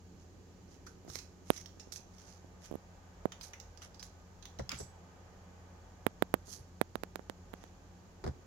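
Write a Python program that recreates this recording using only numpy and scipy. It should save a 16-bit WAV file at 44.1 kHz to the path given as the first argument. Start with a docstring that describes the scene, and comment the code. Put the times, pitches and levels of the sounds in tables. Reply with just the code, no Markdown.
"""Camera taps and kittens at play

Sharp taps on a hand-held camera's housing reach almost only its right microphone, by conduction.
Kittens play on a wooden floor: claws tick and rasp on a cardboard scratcher and wicker, one kitten
jumps down among toys and sets the boards swinging, and a small bell tinkles in its free modes.
A quiet appliance hums under the broadband noise of the room."""
import sys
import numpy as np
from scipy import signal
from scipy.fft import rfft, irfft, next_fast_len
from scipy.io import wavfile
from scipy.ndimage import map_coordinates

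SR = 44100
rng = np.random.default_rng(int(sys.argv[2]) if len(sys.argv) > 2 else 0)


def log_audio(samples):
    """Write samples as a 16-bit WAV file to the path given in sys.argv[1]."""
    # one column per channel
    frames = np.atleast_2d(samples).T
    # limit to full scale, then quantise
    limited = np.clip(frames, -1, 1)
    pcm = np.round(limited * 32767).astype(np.int16)
    wavfile.write(sys.argv[1], SR, pcm)


N = 373086

# Transmission through the housing: f/Hz, level/dB
HOUSING_RESPONSE = [(40, -18), (110, -1.5), (210, 5.5), (480, 3.5), (1000, -5), (1700, -8.5), (2500, -15),
                    (3500, -15), (5500, -21), (16000, -14)]
def tap(sharp_hz, bass_share=.058):
    """Impact: a softer contact lasts longer, which lowers the cutoff sharp_hz of its pulse."""
    uneven = lambda hz: ripple(hz, spacing_hz=500) * np.minimum(hz / 2000, 1.5)
    bass_loss = lambda hz: np.hypot(1, bass_share * sharp_hz / (hz + 50))
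    pulse = impulse(lambda hz: amp(along(HOUSING_RESPONSE, hz) + uneven(hz)) / bass_loss(hz))
    pulse = np.pad(pulse, (SR // 500, 0))  # 2 ms of room for the onset
    return peaked(filtered(pulse, lambda hz: 1 / np.sqrt(1 + (hz / sharp_hz) ** 5)))


# A finger juddering on the housing: t/s, level/dB, slip period/s
FINGER_JUDDERS = [(1.051, -41, .0158), (2.7132, -25.5, .0138)]
def judders(spread_s=.001, spread_db=2.5, sharp_hz=680, ring_db=-19.5):
    """Stick-slip: each judder yields four soft, nearly evenly spaced contacts."""
    return [(s + k * gap + spread_s * late, db + spread_db * size, sharp_hz, ring_db)
            for s, db, gap in FINGER_JUDDERS
            for k, (late, size) in enumerate(rng.uniform(-1.1, 1, (4, 2)))]


# Taps on the housing, and two soft paw bumps at 1.87 s and 2.45 s: t/s, level/dB, contact cutoff f/Hz, relative
# ring level/dB
HOUSING_TAPS = [(1.1574, -27, 7000, -9.5), (1.5034, -5, 1340, -6.5), (1.8737, -40, 700, -28),
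                (2.4455, -41, 700, -30), (3.2562, -11, 1130, -25), (6.0666, -6, 3080, -13),
                (6.224, -5.5, 2980, -18), (6.341, -5.5, 3300, -13.5), (6.8143, -6, 3030, -11.5),
                (6.956, -15, 3760, -16.5), (7.0354, -17.5, 4900, -16), (7.158, -16, 7260, -17),
                (7.1943, -29, 1820, -28), (7.298, -18, 6150, -26), (7.534, -35, 4130, -12),
                (7.5384, -25, 3130, -16), (7.6397, -30, 6900, -30)]
# High resonances of the housing: f/Hz, level/dB
RING_SPECTRUM = [(1500, -20.5), (2700, -5.5), (3500, -4), (5500, -28), (7000, -11), (9500, -11.5),
                 (11000, -7.5), (11900, 1), (13000, -13.5), (15500, -15)]
def housing(ring_t60=.0057, settle_t60=.05, lead_in_db=-21, settle_db=-25, creak_db=-52, leak_db=-48):
    """Structure-borne sound: each tap reaches the right microphone as the housing rings and settles."""
    out = np.zeros(N)
    ring = lambda hz: amp(along(RING_SPECTRUM, hz))
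    for s, db, sharp_hz, ring_db in HOUSING_TAPS + judders():
        muffled = lambda hz: amp(along(HOUSING_RESPONSE, hz)) / (1 + (hz / sharp_hz) ** 2)
        add(out, s - 1 / 500, amp(db) * tap(sharp_hz))
        add(out, s, amp(db + ring_db + 1) * burst(ring, ring_t60)[0])
        # a faint, muffled lead-in just before each tap
        add(out, s - .00126, amp(db + lead_in_db) * burst(muffled, ring_t60)[0])
        add(out, s, amp(db + settle_db) * burst(muffled, settle_t60)[0])
    creak = tap(sharp_hz=680)
    for when, size in rng.random((45, 2)):  # the grip creaks faintly for the first 2.7 s
        add(out, 2.7 * when, amp(creak_db + 3.34 * size) * creak)
    return out * amp([[leak_db], [0]])


# Claw ticks and toy clicks: t/s, level/dB, f/Hz, left minus right/dB, T60/s
CLAW_TICKS = [(.724, -52, 5030, -7, 0.0099), (0.8656, -41.5, 1420, -1.5, 0.062),
              (1.1, -36, 5770, -11, .018), (1.156, -23, 2060, -24, 0.0037), (1.188, -31.5, 5520, -7, .02),
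              (1.565, -38.5, 5660, -16, 0.041), (1.576, -34.5, 5800, -15, 0.013),
              (1.612, -38.5, 6170, -12, 0.012), (1.659, -36.5, 5500, -17, 0.016),
              (1.797, -42, 5700, -11, 0.086), (1.9205, -42, 4500, -3, 0.024),
              (1.96, -31.5, 6700, -10, .022), (2.184, -45, 5550, -9, 0.013), (3.32, -35, 3130, -4, 0.038),
              (3.411, -33.5, 4400, -7, 0.031), (3.439, -44, 5950, -10, 0.017),
              (3.534, -36.5, 2170, -3, .045), (3.6, -36.5, 5300, -15, 0.025),
              (3.774, -44.5, 5500, -20, 0.031), (3.819, -38.5, 2950, 0, 0.02),
              (3.944, -46, 5500, -11, 0.053), (3.995, -40.5, 5340, -7, 0.061),
              (4.028, -31.5, 5700, -2.5, 0.0052), (4.425, -46, 4110, -16, 0.055),
              (4.454, -34, 3370, -9, 0.031), (4.588, -38.5, 3100, -13, 0.022),
              (4.6926, -22.5, 4620, -5, 0.0065), (4.696, -38, 2200, 10, 0.01),
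              (4.717, -29, 3840, -13, 0.016), (4.72, -33.5, 2250, -14, 0.024)]
# Spectral envelope of a tick: f/Hz, level/dB
TICK_SPECTRUM = [(300, 0.5), (1200, 3.5), (3000, -2.5), (6300, 2.5), (8000, -14.5), (12500, -19.5),
                 (16000, -16)]
def claws(level_db=-2, hump_db=7, ripple_db=4.5, ring_t60=.076):
    """Plucking: a spot caught and released radiates little far below its pitch and rings on hollowly."""
    out = np.zeros((2, N))
    for s, db, pitch_hz, pan_db, t60 in CLAW_TICKS + catches():
        ring_db = -15.5 + 8 * np.log2(t60 / .018)  # a freer spot rings more
        ring = amp(ring_db) * burst(lambda hz: resonance(hz, pitch_hz, width=.17), ring_t60)
        hump = lambda hz: hump_db * resonance(hz, pitch_hz, width=.11)
        spot = lambda hz: hump(hz) + ripple_db * ripple(hz, spacing_hz=263)
        bass_loss = lambda hz: 1 + (.33 * pitch_hz / (hz + 1)) ** 2
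        tick = burst(lambda hz: amp(along(TICK_SPECTRUM, hz) + spot(hz)) / bass_loss(hz), t60)
        add(out, s, amp(db + level_db) * panned(pan_db) * (tick + ring))
    return out


# Claws and fur dragged over cardboard: hardest pull t/s, swell/s, hiss level/dB, rasp level/dB
SCRATCH_STROKES = [(.22, 0.045, -70, -77), (0.729, 0.048, -64.5, -70), (.872, .008, -56.5, -72),
                   (1.161, .068, -49.5, -59.5), (1.57, 0.0949, -53.5, -57.5), (1.922, 0.0022, -44.5, -82),
                   (1.965, .005, -55, -82), (2.31, 0.17, -60.5, -66.5), (2.661, 0.041, -56.5, -59.5),
                   (3.445, 0.035, -51.5, -63), (3.826, 0.011, -53, -52), (4.03, 0.0044, -51, -75),
                   (4.722, 0.024, -71, -44), (4.81, 0.061, -52.5, -80), (6.535, 0.064, -48, -61.5),
                   (7.64, 0.096, -67.5, -65.5)]
# Spectral densities of the high hiss and the lower rasp: f/Hz, level/dB
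HISS_SPECTRUM = [(1000, -83), (2000, -36.5), (3500, -9), (5000, -0.5), (6300, 5), (8000, -8.5),
                 (10000, -7.5), (12200, -8), (14000, -24), (16000, -27.5)]
RASP_SPECTRUM = [(150, -56), (600, -25.5), (1200, 12), (2100, 8.5), (3300, 7.5), (5000, -19), (10000, -50)]
GRIP_PER_SWELL = .5  # a stroke first takes hold for this share of its swell
def scratching(hiss_db=-3, rasp_db=-5, grain_db=3, dull_below_db=-49, dull_hz=6500):
    """Friction noise: dragged claws jerk from fibre to fibre, and each stroke meets other resonances."""
    out = np.zeros((2, N))
    jerks = unit(amp(grain_db * wobble(500) + wobble(43)))
    hiss = jerks * noise(HISS_SPECTRUM) * panned(db=-13)
    rasp = jerks * noise(RASP_SPECTRUM) * panned(db=.5)
    for s, swell, high_db, low_db in SCRATCH_STROKES:
        start = max(round((s - swell - GRIP_PER_SWELL * swell) * SR), 0)
        i = np.arange(start, round(s * SR) + SR // 3)
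        friction = amp(hiss_db + high_db) * hiss[:, i] + amp(rasp_db + low_db) * rasp[:, i]
        drag = pull(i / SR - s, swell) * friction
        dull_db = .7 * min(high_db - dull_below_db, 0)  # a weak stroke loses treble
        drag = filtered(drag, lambda hz: amp(dull_db * np.clip(hz / dull_hz - 1, 0, 1) ** .5))
        add(out, start / SR, filtered(drag, lambda hz: amp(1.6 * ripple(hz, spacing_hz=150))))
    return out


def pull(t, swell, swell_db=9):
    """Amplitude envelope: a stroke grips, grows exponentially to its hardest pull at t = 0, and decays."""
    grip = np.clip((t + swell) / (GRIP_PER_SWELL * swell) + 1, 0, 1) ** 2
    release_s = .055 + .43 * swell  # a slow stroke also lets go slowly
    return grip * amp(np.minimum(swell_db * t / swell, -20 * t / release_s))


def catches(centre_hz=5110, pan_db=-12, t60=.012):
    """Snagging: each stroke ticks twice near its hardest pull, the louder the more it hisses."""
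    return [(s + swell * when / 2, hiss_db + 6 + 3 * size, centre_hz * (1 + .25 * pitch), pan_db, t60)
            for s, swell, hiss_db, _ in SCRATCH_STROKES
            for when, size, pitch in rng.uniform(-1, 1, (2, 3))]


# Paws landing: t/s, knock level/dB, thud level/dB, knock f/Hz
PAW_LANDINGS = [(1.078, -44, -46, 300), (4.594, -29, -34, 547), (4.728, -40, -40.5, 286),
                (4.801, -36, -40.5, 445), (6.48, -47, -57, 434), (6.585, -52, -43, 400),
                (8.24, -30, -33.5, 400), (8.264, -32, -33, 374), (8.276, -28.5, -33.5, 366)]
# Modes of the floorboards: f/Hz, level/dB, T60/s
BOARD_MODES = [(74, -0.5, 0.091), (128.5, -3.5, .11), (192, -8.5, 0.082)]
# Spectral envelope of a knock on wood: f/Hz, level/dB
KNOCK_SPECTRUM = [(30, -8), (90, -1.5), (220, -0.5), (500, 0.5), (700, -2.5), (1000, -8.5), (1400, -11),
                  (2000, -16.5), (2600, -30.5), (5000, -20.5), (12000, -44.5)]
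def paws(toe_db=1, heel_db=-6.5, heel_s=.01, hump_db=9, knock_t60=.048, rise_s=.0064):
    """Impact on a plate: the toes knock, then the weight follows and drives the boards' damped modes."""
    def knock(pitch_hz):
        hump = lambda hz: hump_db * resonance(hz, pitch_hz, width=.12)
        return burst(lambda hz: amp(along(KNOCK_SPECTRUM, hz) + hump(hz)), knock_t60)

    out, t = np.zeros((2, N)), np.arange(SR // 3) / SR
    loading = (1 - np.exp(-t / rise_s)) ** 2
    for s, db, thud_db, pitch_hz in PAW_LANDINGS:
        swing = sum(amp(level - 60 * t / t60) * np.sin(2 * np.pi * (hz * t + rng.random()))
                    for hz, level, t60 in BOARD_MODES)
        add(out, s, amp(db + toe_db) * knock(pitch_hz))
        add(out, s + heel_s, amp(db + heel_db) * knock(.8 * pitch_hz))
        add(out, s + heel_s, amp(thud_db) * peaked(swing * loading))
    return out


# Strikes of the bell's pellet: t/s, level/dB
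PELLET_STRIKES = [(4.777, -50), (4.788, -37), (4.828, -45.5)]
# Modes of its shell: f/Hz, level/dB, T60/s
SHELL_MODES = [(7330, -11.5, 0.12), (7910, -25, .16), (7910, -4, 0.075), (9900, -22, .08)]
def bell():
    """Free vibration: the pellet strikes the shell, whose modes decay exponentially."""
    out, t = np.zeros((2, N)), np.arange(SR // 3) / SR
    for s, db in PELLET_STRIKES:
        for hz, level, t60 in SHELL_MODES:
            mode = np.sin(2 * np.pi * (hz * t + rng.random((2, 1))))
            add(out, s, amp(db + level - 60 * t / t60) * mode)
    return out


# Reverberation time of the room: f/Hz, T60/s
ROOM_DECAY = [(150, 0.12), (1500, 0.28), (6000, 0.33), (14000, 0.25)]
def room(x):
    """Reverberation: wall reflections merge into a short diffuse tail that dies fastest in the bass."""
    hz, _, spectra = signal.stft(rng.standard_normal((2, SR // 2)), SR, nperseg=256)
    t = np.arange(spectra.shape[-1]) * 128 / SR
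    tail = signal.istft(spectra * amp(-60 * t / along(ROOM_DECAY, hz)[:, None]), SR, nperseg=256)[1]
    delayed = np.pad(x, ((0, 0), (200, 0)))
    return signal.fftconvolve(delayed, tail / np.linalg.norm(tail[0]), axes=1)[:, :N]


# Spectral densities of three bands of room noise: f/Hz, level/dB
LOW_SPECTRUM = [(30, -24), (150, -3.5), (230, -5), (265, 3.5), (310, -2.5), (365, 0), (450, -3),
                (500, -12.5), (650, -16.5), (1000, -25), (3000, -25), (8000, -100)]
MID_SPECTRUM = [(60, -48), (250, -31), (450, 0.5), (580, 1), (720, 0), (850, 1), (1000, -4.5), (1350, -7.5),
                (1600, -7.5), (2100, -14), (3500, -20.5), (7000, -80), (12000, -94)]
HIGH_SPECTRUM = [(1000, 2), (2500, -1), (4500, 4.5), (5600, 6.5), (6800, 9.5), (7600, 0.5), (8500, -11),
                 (10000, -9.5), (12000, -6), (16000, -14)]
# Envelopes of the low and middle bands: t/s, level/dB
LOW_ENVELOPE = [(0.0, -65.5), (0.54, -63), (2.97, -69.5), (8.1, -66.5), (8.46, -64.5)]
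MID_ENVELOPE = [(0, -71), (1.4, -70), (3.2, -64.5), (4.4, -66.5), (5.0, -63.5), (5.8, -64.5), (6.899, -69),
                (7.448, -66.5), (8.46, -67)]
def air(lift_db=1, high_db=-73.5, ripple_db=1.52):
    """Ambient noise: the balance of its bands, and so its colour, shifts as the camera turns."""
    t = np.arange(N) / SR
    gain = lambda envelope: amp(lift_db + np.interp(t, *np.transpose(envelope)))
    low = gain(LOW_ENVELOPE) * noise(LOW_SPECTRUM) * panned(db=-2)
    mid = gain(MID_ENVELOPE) * noise(MID_SPECTRUM)
    high = amp(high_db) * noise(HIGH_SPECTRUM) * panned(db=-6)
    return filtered(low + mid + high, lambda hz: amp(ripple_db * ripple(hz, spacing_hz=45.27)))


# Tones of the appliance: f/Hz, rms level/dB
HUM_TONES = [(86, -61), (181, -69.5)]
def appliance(flutter_db=.89, drift_rad=.88):
    """Random modulation: two humming tones waver slightly in amplitude and phase."""
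    t = np.arange(N) / SR
    tones = (amp(db + flutter_db * wobble(32)) * np.sin(2 * np.pi * hz * t + drift_rad * wobble(6))
             for hz, db in HUM_TONES)
    return np.sqrt(2) * sum(tones)


# Spectral density of the room's rumble: f/Hz, level/dB
RUMBLE_SPECTRUM = [(20, -11), (32, -9), (48, 7), (65, -4.5), (86, 2.5), (110, -3), (148, -8), (180, 2.5),
                   (215, -7.5), (400, -40.5), (2000, -100)]
def rumble(level_db=-60):
    """Stationary noise: a faint, steady bass lies under everything."""
    return amp(level_db) * noise(RUMBLE_SPECTRUM)


# Likeness of left and right: f/Hz, correlation coefficient
COHERENCE = [(60, 0.85), (180, 0.9), (550, 0.69), (1650, 0.0), (4970, 0.052), (15000, 0.019)]
def noise(spectrum):
    """Partial coherence: stereo noise, alike in the bass and unrelated in the treble; mid rms is 1."""
    def response(hz):
        turn = np.arccos(np.clip(along(COHERENCE, hz), -1, 1)) / 2
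        return amp(along(spectrum, hz)) * [np.cos(turn), np.sin(turn)]

    mid, side = filtered(rng.standard_normal((2, N)), response)
    return np.array([mid + side, mid - side]) / mid.std()


def burst(body, t60):
    """Source and filter: decaying stereo contact noise, coloured by a body; peak 1."""
    t = np.arange(SR // 10) / SR
    contact = rng.standard_normal((2, len(t))) * amp(-60 * t / t60)
    sound = signal.fftconvolve(contact, impulse(body)[None], axes=1)
    return sound / np.abs(sound).max(axis=1, keepdims=True)


def impulse(response, size=4096):
    """Minimum phase: the causal impulse response for a given gain against frequency."""
    gain = np.maximum(response(np.fft.rfftfreq(size, 1 / SR)), 1e-6)
    cepstrum = irfft(np.log(gain))
    cepstrum[1:size // 2] *= 2
    cepstrum[size // 2 + 1:] = 0
    return irfft(np.exp(rfft(cepstrum)))


def filtered(x, response):
    """Zero-phase filtering: the spectrum of x times a response of frequency."""
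    n = x.shape[-1]
    m = next_fast_len(n + 8192)
    return irfft(rfft(x, m) * response(np.fft.rfftfreq(m, 1 / SR)), m)[..., :n]


def resonance(hz, centre_hz, width):
    """Lorentzian peak of height 1; width is its half-width as a share of its centre."""
    return 1 / (1 + ((hz / centre_hz - 1) / width) ** 2)


def ripple(hz, spacing_hz):
    """Interference: close resonances and reflections leave random peaks and dips along frequency."""
    return map_coordinates(rng.standard_normal(2048), [hz / spacing_hz], mode="mirror")


def wobble(rate):
    """Smooth random modulation with rate knots a second."""
    return map_coordinates(rng.standard_normal(int(N * rate / SR) + 4), [np.arange(N) * rate / SR])


def along(points, hz):
    """Interpolation of (f/Hz, value) points on a logarithmic frequency axis."""
    f, v = np.transpose(points)
    return np.interp(np.log(hz + 1), np.log(f + 1), v)


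def add(track, s, sound):
    """Superposition of a sound on a track at time s."""
    part = track[..., round(s * SR):][..., :sound.shape[-1]]
    part += sound[..., :part.shape[-1]]


def panned(db):
    """Level difference, left minus right, as two gains with mean 1."""
    gains = amp([[db / 2], [-db / 2]])
    return gains / gains.mean()


def amp(db):
    """Decibels to amplitude ratio."""
    return 10 ** (np.asarray(db) / 20)


def unit(x):
    """Normalisation to rms 1."""
    return x / np.sqrt(np.mean(x ** 2) + 1e-20)


def peaked(x):
    """Normalisation to peak 1."""
    return x / np.abs(x).max()


def scene():
    """Direct and diffuse fields add: ticks, bell and paws reverberate, while the rest stays dry."""
    ticks, steps = claws() + bell(), paws()
    reflections = room(amp(-6.5) * ticks + amp(-14) * steps)
    return ticks + steps + reflections + scratching() + housing() + air() + appliance() + rumble()


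def record(dry, top_hz=16100, edge_hz=500):
    """Band limiting: the camera's response falls to zero across a narrow edge around top_hz."""
    return filtered(dry, lambda hz: np.clip((top_hz - hz) / edge_hz + .5, 0, 1))


dry = scene()
out = record(dry)
log_audio(out)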